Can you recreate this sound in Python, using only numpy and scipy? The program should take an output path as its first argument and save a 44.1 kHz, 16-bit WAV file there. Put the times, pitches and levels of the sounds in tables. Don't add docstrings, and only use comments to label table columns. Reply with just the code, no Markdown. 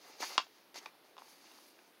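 import sys
import numpy as np
from scipy import signal
from scipy.fft import rfft, irfft
from scipy.io import wavfile
from scipy.ndimage import uniform_filter1d

SR = 44100
rng = np.random.default_rng(int(sys.argv[2]) if len(sys.argv) > 2 else 0)


def put_to_file(sound):
    columns = np.atleast_2d(sound).T
    safe = np.clip(columns, -1, 1)
    whole_steps = np.round(safe * 32767)
    wavfile.write(sys.argv[1], SR, whole_steps.astype(np.int16))


def nominal_scale(level):
    x = np.asarray(level, float) / 20
    return 10 ** x


N = 88200

# frequency in Hz, density in dB per Hz.
AIR_SPECTRUM = [(30, -25.5), (80, -28.5), (300, -5), (600, -8.5), (1000, -11.5), (4500, -18.5),
                (7800, -31.5), (10000, -23.5)]
# frequency in Hz, density in dB per Hz.
SCRAPE_SPECTRUM = [(1200, -35), (2200, -6), (4000, -6), (4700, 1), (5300, -6), (6500, -4), (7500, -17),
                   (9000, -31)]
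# frequency in Hz, density in dB per Hz.
SHEET_SPECTRUM = [(100, -43), (200, -13), (350, 3), (520, -4), (870, 5), (1150, 0.5), (1900, -1),
                  (3200, -21.5)]
# frequency in Hz, density in dB per Hz.
SKIN_SPECTRUM = [(6000, -20.5), (8000, -7.5), (9800, -1.5), (12500, -3.5), (16000, -8)]
# frequency in Hz, level in dB, T60 in seconds.
EDGE_MODES = [(1560, -2.5, 0.00433), (2156, -20, 0.0048), (2755, 3, 0.008), (3500, 8.5, 0.0056),
              (4536, -1.5, 0.0096), (5000, 2.5, 0.0046), (6200, -8, 0.0086), (7220, -16, 0.0031),
              (9600, -19, 0.0046)]
# start in seconds, peak in dB, pitch of
# the hollow in Hz, relative tick in dB.
CONTACTS = [(.098, -44.5, 334, -10), (.2038, -33.5, 406, -9), (.2255, -30, 1900, -5), (.2295, -31.5, 815, -17),
            (.2362, -72, 890, -3), (.243, -42, 1430, 1), (.302, -50.5, 1500, -1), (.355, -40.5, 794, -2),
            (.379, -25, 706, 16.5), (.38, -14, 1080, 1), (.3828, -28, 1000, 7.5), (0.3877, -32, 1040, 6),
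            (0.3908, -35, 1377, 9), (0.3981, -32.5, 897, -7.5), (.468, -52, 725, 0.5), (.7434, -74, 910, -2),
            (.7572, -40, 776, -17), (.78, -44, 290, -9), (0.8588, -40, 1280, 4.5), (.8603, -36.5, 2420, -6),
            (.862, -38, 970, -0.5), (0.952, -54.5, 960, -26), (1.1676, -46.5, 1060, 0),
            (1.1802, -44.5, 1040, 6), (1.185, -42, 1010, -1), (1.2202, -42, 970, -18), (1.442, -53.5, 940, -3),
            (1.515, -56, 990, 12), (1.587, -52, 1040, -7), (1.789, -53, 1600, -4),
            (.2205, -38, 2170, 3),
    (.24, -41, 2300, -3),
    (.27, -50, 2620, 12),
    (1.413, -67, 2480, 10),
    (1.457, -66, 2500, 15),
    (1.469, -60.5, 2880, 11),
    (1.7905, -52.5, 2500, -9),
    (1.792, -56.5, 795, -12),
]
# time in seconds, level in dB, relative drumming of the sheet in dB, relative skin hiss in dB.
TURN_STROKES = [
    [(0, -64.5, -14.5, -9), (.05, -64, 4, -11), (.1, -61, -2, -4), (.14, -60, -4.5, -28),
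     (.175, -66, -2.5, -3), (.197, -57, -2.5, -19)],
    [(.197, -52, -11, -18), (.204, -45, -9, -12), (.215, -43, -6.5, -10), (.232, -41.5, 6, -27.5),
     (.252, -47.5, -5, -9), (.29, -47.5, -13, -11), (.305, -52.5, 3.5, -8.5), (.35, -47.5, -7.5, -15),
     (.378, -63.5, 9.5, -27)],
    [(.4, -55, -13, -19), (.49, -75.5, -17, -18.5), (.56, -72, -0.5, -21.5), (.72, -83, 6, -16.5)],
]
# time in seconds, level in dB, relative drumming of the sheet in dB, relative skin hiss in dB.
SMOOTH_STROKES = [
    [(.7432, -50.5, -6, -16), (.752, -59.5, 2.5, -9), (.757, -50.5, -4.5, -11), (.778, -48.5, -6.5, -16),
     (.79, -51, -9, -12), (.802, -79.5, 8, -9), (.825, -62, 7, -25), (.855, -65, 4.5, -12),
     (.9, -76, 9, -12)],
    [(1.19, -61, -4, -9), (1.21, -70, 3.5, -5), (1.3, -63.5, -5.5, -4.5), (1.38, -70.5, 0, -2),
     (1.45, -64, -6, -11.5), (1.54, -65, 1, -5), (1.595, -65.5, -4, -5), (1.69, -68.5, -3, -0.5),
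     (1.76, -73.5, -15, -11)],
]
# time in seconds, level in dB, relative drumming of the sheet in dB, relative skin hiss in dB.
SHIFT_STROKES = [
    [(1.03, -88, -5, -3), (1.05, -73.5, 4, -4), (1.16, -81, -2, -3)],
    [(1.76, -76, 2, -8), (1.8, -72, -2, -12), (1.9, -75.5, 5, -12), (1.92, -94, -1, -10)],
]


def unit(x):
    return x / np.sqrt(np.mean(x ** 2))


def bin_hz():
    return np.maximum(np.arange(N // 2 + 1) * SR / N, 1)


def colour(x, points):
    hz, db = np.array(points, float).T
    gain = nominal_scale(np.interp(np.log(bin_hz()), np.log(hz), db))
    return irfft(rfft(x) * gain, N)


def walk(rate):
    hold = int(SR / rate)
    steps = rng.standard_normal(N)[np.arange(N) // hold]
    return 0.82 * uniform_filter1d(uniform_filter1d(steps, hold), hold)


def uneven_sizes(spread_db, count):
    chance = rng.random((2, count))
    return nominal_scale(-spread_db * np.log(chance[0] + 1e-9)) * np.sign(chance[1] - 0.5)


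def air():
    level_db, swell_db, flicker_db = -65, 0.2, 1.93
    swell = walk(3.42)
    octaves = np.log2(bin_hz())
    out = np.zeros(N)
    for octave in np.arange(4, 15):
        share = np.cos(np.pi / 2 * np.clip(octaves - octave, -1, 1))
        noise = colour(rng.standard_normal(N), AIR_SPECTRUM)
        band = irfft(rfft(noise) * share, N)
        out += band * nominal_scale(swell_db * swell + flicker_db * walk(6.7))
    return unit(out) * nominal_scale(level_db)


def room(x):
    level_db, t60_s, gap_s, spread_db = -7, 0.14, 0.00194, 3.0
    low_hz, top_hz = 1600, 7640
    t = np.arange(SR // 2) / SR
    echo = uneven_sizes(spread_db, len(t)) * (t > gap_s) * nominal_scale(-60 * t / t60_s)
    echo = unit(echo) / np.sqrt(len(t))
    absorb = signal.butter(1, [low_hz, top_hz], "band", fs=SR, output="sos")
    echo = signal.sosfilt(absorb, echo)
    return nominal_scale(level_db) * signal.fftconvolve(x, echo)[:N]


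def hollow_thump(t, hz):
    rise_s, t60_s = 0.00089, 0.0051
    thump = (1 - np.exp(-t / rise_s)) * nominal_scale(-60 * t / t60_s) * np.sin(2 * np.pi * hz * t)
    return thump / thump.max()


def edge_tick(t, chance):
    rise_s = 0.0001
    tick = np.zeros(len(t))
    for (hz, db, t60_s), vary in zip(EDGE_MODES, chance):
        decay = nominal_scale(db + 1.15 * vary - 60 * t / t60_s)
        tick += decay * np.sin(2 * np.pi * hz * (1 + 0.031 * vary) * t)
    return tick * (1 - np.exp(-t / rise_s)) ** 2


def taps():
    low_hz, top_hz = 281, 9100
    t = np.arange(2048) / SR
    out = np.zeros(N + len(t))
    contacts = CONTACTS
    chance = rng.standard_normal((len(contacts), len(EDGE_MODES)))
    for (start_s, db, hz, tick_db), vary in zip(contacts, chance):
        tick = 0.34 * nominal_scale(tick_db) * edge_tick(t, vary)
        i = int(start_s * SR)
        out[i:i + len(t)] += nominal_scale(db) * (hollow_thump(t, hz) + tick)
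    out = signal.sosfilt(signal.butter(4, low_hz, "high", fs=SR, output="sos"), out[:N])
    return signal.sosfilt(signal.butter(2, top_hz, fs=SR, output="sos"), out)


def slips():
    slips_per_s, spread_db, ring_s, ring_db = 11000, 2.19, 0.0022, -13
    happens = rng.random(N) < slips_per_s / SR
    grains = unit(happens * uneven_sizes(spread_db, N))
    t = np.arange(1024) / SR
    ring = rng.standard_normal(len(t)) * np.exp(-t / ring_s)
    return grains + nominal_scale(ring_db) * unit(signal.fftconvolve(grains, ring)[:N])


def rubbing(spectrum):
    patchy_db = 2
    return unit(colour(slips(), spectrum)) * nominal_scale(patchy_db * walk(79.2))


def sliding():
    t = np.arange(N) / SR
    scrape, sheet, skin = rubbing(SCRAPE_SPECTRUM), rubbing(SHEET_SPECTRUM), rubbing(SKIN_SPECTRUM)
    out = np.zeros(N)
    for stroke in TURN_STROKES + SMOOTH_STROKES + SHIFT_STROKES:
        s, db, drum_db, skin_db = np.array(stroke, float).T
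        moving = (t >= s[0]) * (t < s[-1])
        rub = nominal_scale(np.interp(t, s, db)) * scrape
        rub += nominal_scale(np.interp(t, s, db + drum_db)) * sheet
        rub += nominal_scale(np.interp(t, s, db + skin_db)) * skin
        out += moving * rub
    return out


def scene():
    near = sliding() + taps()
    return (near + room(near) + air())[None]


def top_cut(x):
    return signal.sosfilt(signal.butter(12, 16250, fs=SR, output="sos"), x)


def record(dry):
    low_cut_hz, top_hz = 74, 15750
    x = signal.sosfilt(signal.butter(1, low_cut_hz, "high", fs=SR, output="sos"), dry)
    x = signal.sosfilt(signal.ellip(10, 0.2, 70, top_hz, fs=SR, output="sos"), x)
    return top_cut(x)


dry = scene()
out = record(dry)
put_to_file(out)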